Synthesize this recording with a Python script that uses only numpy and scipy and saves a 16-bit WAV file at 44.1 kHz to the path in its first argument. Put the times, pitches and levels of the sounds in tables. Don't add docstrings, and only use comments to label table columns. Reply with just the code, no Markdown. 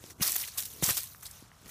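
import sys
import numpy as np
from scipy import signal
from scipy.fft import rfft, irfft
from scipy.io import wavfile
from scipy.ndimage import uniform_filter1d

SR = 44100
rng = np.random.default_rng(int(sys.argv[2]) if len(sys.argv) > 2 else 0)


def pcm_store(signal):
    levels = np.round(np.clip(np.atleast_2d(signal), -1, 1) * 32767)
    wavfile.write(sys.argv[1], SR, levels.astype(np.int16).T)


N = 74970


def amp(db):
    return 10 ** (np.asarray(db) / 20)


def evened(x):
    return x / np.sqrt(np.mean(x ** 2) + 1e-20)


def add(mix, start_s, sound):
    part = mix[round(start_s * SR):][:len(sound)]
    part += sound[:len(part)]


def coloured(x, points):
    f, db = np.transpose(points)
    hz = np.fft.rfftfreq(N, 1 / SR) + 1
    knots_hz = np.r_[f[0] / 2, f, f[-1] * 2]
    knots_db = np.r_[db[0] - 30, db, db[-1] - 30]
    gain_db = np.interp(np.log(hz), np.log(knots_hz), knots_db)
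    return evened(irfft(rfft(x) * amp(gain_db), N))


def wander(samples):
    once = uniform_filter1d(rng.standard_normal(N), samples)
    return evened(uniform_filter1d(once, samples))


def air():
    # frequency_hz, relative_density_db (per Hz)
    air_spectrum = [(24, -100), (40, 2), (139, -1.5), (325, -21), (461, -22), (1190, -16), (1600, -21.5),
                    (1960, -55), (15500, -40)]
    level_db, swell_db = -58, 0.8
    swelling = amp(level_db + swell_db * wander(samples=1500))
    return swelling * coloured(rng.standard_normal(N), air_spectrum)


def low_mid_rumble():
    # time_s, level_db
    rumble_levels = [(.06, -65.5), (.1, -60), (.16, -64.5), (.36, -60), (.42, -97), (.66, -73),
                     (.79, -58.5), (.97, -75), (1.55, -80), (1.67, -60)]
    # frequency_hz, relative_density_db (per Hz)
    rumble_spectrum = [(230, -2), (420, -1), (750, -18.5)]
    lumps_per_s = 1200
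    time_s, level_db = np.transpose(rumble_levels)
    lumps = rng.standard_normal(N) * (rng.random(N) < lumps_per_s / SR)
    envelope = amp(np.interp(np.arange(N) / SR, time_s, level_db))
    return envelope * coloured(lumps, rumble_spectrum)


def thuds():
    # start_s, level_db (of the swing before damping), pitch_hz, fade_s (to 1/e)
    blows = [(0.0405, -23, 353, 0.0004), (0.199, -34.5, 291, 0.0043), (0.2103, -24, 175, 0.0052),
             (0.8257, -7.5, 222, 0.00046), (0.831, -19, 152, 0.0036), (0.8806, -29, 153, 0.0044),
             (.891, -19, 375, 0.00055), (0.9051, -27.5, 118, 0.0049), (1.4246, -38.5, 264, 0.0027),
             (1.6601, -44, 239, 0.003)]
    out = np.zeros(N)
    t = np.arange(4000) / SR
    for start_s, level_db, pitch_hz, fade_s in blows:
        swing = np.exp(-t / fade_s) * np.sin(2 * np.pi * pitch_hz * t)
        add(out, start_s, -amp(level_db) * swing)
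    return out


def snaps():
    # crack_s, peak_db, pitch_hz, ring_t60_s (60 dB decay)
    snap_events = [(0.0404, -30, 2450, 0.0018), (0.0636, -33, 4600, 0.0017), (0.207, -33, 2280, 0.053),
                   (0.224, -33, 11400, 0.0062), (0.2265, -16.5, 4860, 0.059), (0.2842, -21, 11000, 0.0035),
                   (.321, -6, 11200, 0.0053), (0.3632, -7, 13900, 0.02), (.437, -31, 2640, 0.055),
                   (.4505, -19, 6800, 0.0026), (0.5805, -23, 9200, 0.0072), (0.605, -13, 11800, 0.0052),
                   (0.6255, -14, 8060, 0.0017), (0.636, -21, 5900, 0.0015), (0.657, -24, 8500, 0.0068),
                   (0.737, -28, 10300, 0.014), (0.8263, -29, 2800, 0.01), (0.84, -17, 11900, 0.0044),
                   (0.8418, -10, 6930, 0.019), (0.863, -15, 7000, 0.038), (.908, -11.5, 6500, 0.013),
                   (0.9755, -43, 9000, 0.0047), (1.148, -39, 1080, 0.0073), (1.2309, -26, 11500, .006),
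                   (1.237, -47, 1520, 0.013), (1.2572, -35.5, 4500, 0.096), (1.266, -28.5, 7750, 0.035),
                   (1.312, -31, 7800, 0.024), (1.5168, -44, 1150, 0.0081), (1.660, -35, 3500, 0.003),
                   (1.694, -46, 2000, 0.022)]
    crack, lead = 5.5, 24
    width, width_t60_s = 0.6, 0.012
    out = np.zeros(N)
    n = np.arange(1024) - lead
    f = np.fft.rfftfreq(1024, 1 / SR) + 1
    noises = rng.standard_normal((len(snap_events), 1024))
    for (crack_s, peak_db, pitch_hz, t60_s), noise in zip(snap_events, noises):
        dying_noise = (n > 0) * amp(-60 * n / SR / t60_s) * noise
        drive = dying_noise - crack * (n == 0)
        spread = width * np.cbrt(width_t60_s / t60_s)
        band = np.exp(-(np.log(f / pitch_hz) / spread) ** 2)
        burst = irfft(rfft(drive) * band)
        add(out, crack_s - lead / SR, amp(peak_db) * burst / abs(burst).max())
    return out


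def grains(per_s, spread_db, lo_hz, hi_hz, count=24):
    ring_cycles = 4.25
    rustle_share = 0.5
    clump_db = 1.2
    size_db = spread_db * np.minimum(rng.exponential(1, N), 4)
    size = amp(size_db) * (rng.random(N) < per_s / SR)
    kind = rng.integers(0, count, N)
    t = np.arange(600) / SR
    fractures = np.zeros(N)
    for k, hz in enumerate(np.geomspace(lo_hz, hi_hz, count)):
        ring = np.exp(-t * hz / ring_cycles) * np.sin(2 * np.pi * hz * t)
        fractures += signal.oaconvolve(size * (kind == k), ring * hz / hi_hz)[:N]
    rustle = rng.standard_normal(N)
    mix = np.sqrt(1 - rustle_share) * evened(fractures) + np.sqrt(rustle_share) * rustle
    return mix * amp(clump_db * wander(90))


def patchy(x):
    patch_db = 1.85
    z = signal.stft(x, nperseg=512, noverlap=384)[2]
    field = uniform_filter1d(rng.standard_normal(z.shape), size=12, axis=0)
    field = uniform_filter1d(field, size=6, axis=1)
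    return evened(signal.istft(z * amp(patch_db * evened(field)), nperseg=512, noverlap=384)[1][:N])


def litter():
    # time_s, leaf_db, soil_db (against leaf), treble_db (change in the leaves' top)
    stirring = [(0, -58.5, -6, -4), (.05, -50, -13, -7), (0.124, -53, -16, -6.5), (.14, -66.5, -25, -4),
                (0.196, -58.5, -4.5, -8), (0.222, -30.5, -11.5, -0.5), (.33, -33, -21, 1),
                (.43, -39.5, -13, 1.5), (.51, -46.5, -23, -8), (0.569, -49.5, -7, 0.5),
                (0.583, -33.5, -17, -0.5), (0.689, -50, -14.5, 1.5), (0.815, -46.5, -18.5, -5),
                (0.832, -29, -13, 2.5), (.92, -32, -18.5, -2), (1.021, -42.5, -25, 0.5),
                (1.19, -60.5, -7.5, 2), (1.24, -53, -13.5, 1), (1.379, -50.5, -11, -7),
                (1.5, -62.5, -6.5, -11), (1.641, -57.5, -8, -8.5), (1.7, -44.5, -13.5, -4)]
    # full_s (full level reached), leaf_db, soil_db (against leaf),
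    # hold_s, fall_db_per_s
    collapses = [(0.102, -43.5, -11, 0.0054, 900), (0.221, -24.5, -14.5, 0.0056, 603),
                 (0.262, -31.5, -13.5, 0.025, 600), (0.358, -29.5, -9.5, 0.0071, 2000),
                 (0.396, -38.5, -15.5, 0.019, 700), (0.477, -36.5, -15.5, 0.011, 2000),
                 (0.577, -31.5, -19, 0.015, 800), (0.654, -39, -39, 0.0082, 996),
                 (0.836, -26.5, -19, 0.005, 600), (0.888, -25, -11, 0.015, 608),
                 (0.97, -26.5, -15.5, 0.0046, 491), (1.032, -45, -15, 0.0087, 495),
                 (1.226, -50.5, -7, 0.0098, 800), (1.254, -44, -9, 0.011, 2000)]
    # frequency_hz, relative_density_db (per Hz)
    leaf_spectrum = [(1500, -11.5), (2500, -10), (4140, -4), (4850, -5), (5670, -1), (7380, -3), (13100, 0),
                     (15400, 1)]
    # frequency_hz, relative_density_db (per Hz)
    soil_spectrum = [(300, -6), (500, -3), (900, 1), (1900, 1.5), (2800, -2), (4000, -2)]
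    rise_db_per_s, treble_hz = 4000, 9000
    time_s, leaf_db, soil_db, treble_db = np.transpose(stirring)
    t = np.arange(N) / SR
    leaf_power = amp(2 * np.interp(t, time_s, leaf_db))
    soil_power = amp(2 * np.interp(t, time_s, leaf_db + soil_db))
    for full_s, crackle_db, crunch_db, hold_s, fall_db_per_s in collapses:
        rise_db = np.minimum(rise_db_per_s * (t - full_s), 0)
        shape_db = np.minimum(rise_db, fall_db_per_s * (full_s + hold_s - t))
        leaf_power += amp(2 * (crackle_db + shape_db))
        soil_power += amp(2 * (crackle_db + crunch_db + shape_db))

    leaves = patchy(coloured(grains(6000, 3.2, 1893, 14220), leaf_spectrum))
    treble = signal.filtfilt(*signal.butter(2, treble_hz, "high", fs=SR), leaves)
    leaves = leaves + (amp(np.interp(t, time_s, treble_db)) - 1) * treble
    soil = coloured(grains(3000, 3.1, 286.8, 3640), soil_spectrum)
    return np.sqrt(leaf_power) * leaves + np.sqrt(soil_power) * soil


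def scene():
    return (air() + low_mid_rumble() + thuds() + snaps() + litter())[None]


def record(dry):
    mic_low_hz, edge_hz = 52.4, 15400
    thin = signal.lfilter(*signal.butter(3, mic_low_hz, "high", fs=SR), dry)
    low_pass = signal.firwin(511, edge_hz, window=("kaiser", 9), fs=SR)
    return signal.oaconvolve(thin, low_pass[None], "same")


dry = scene()
out = record(dry)
pcm_store(out)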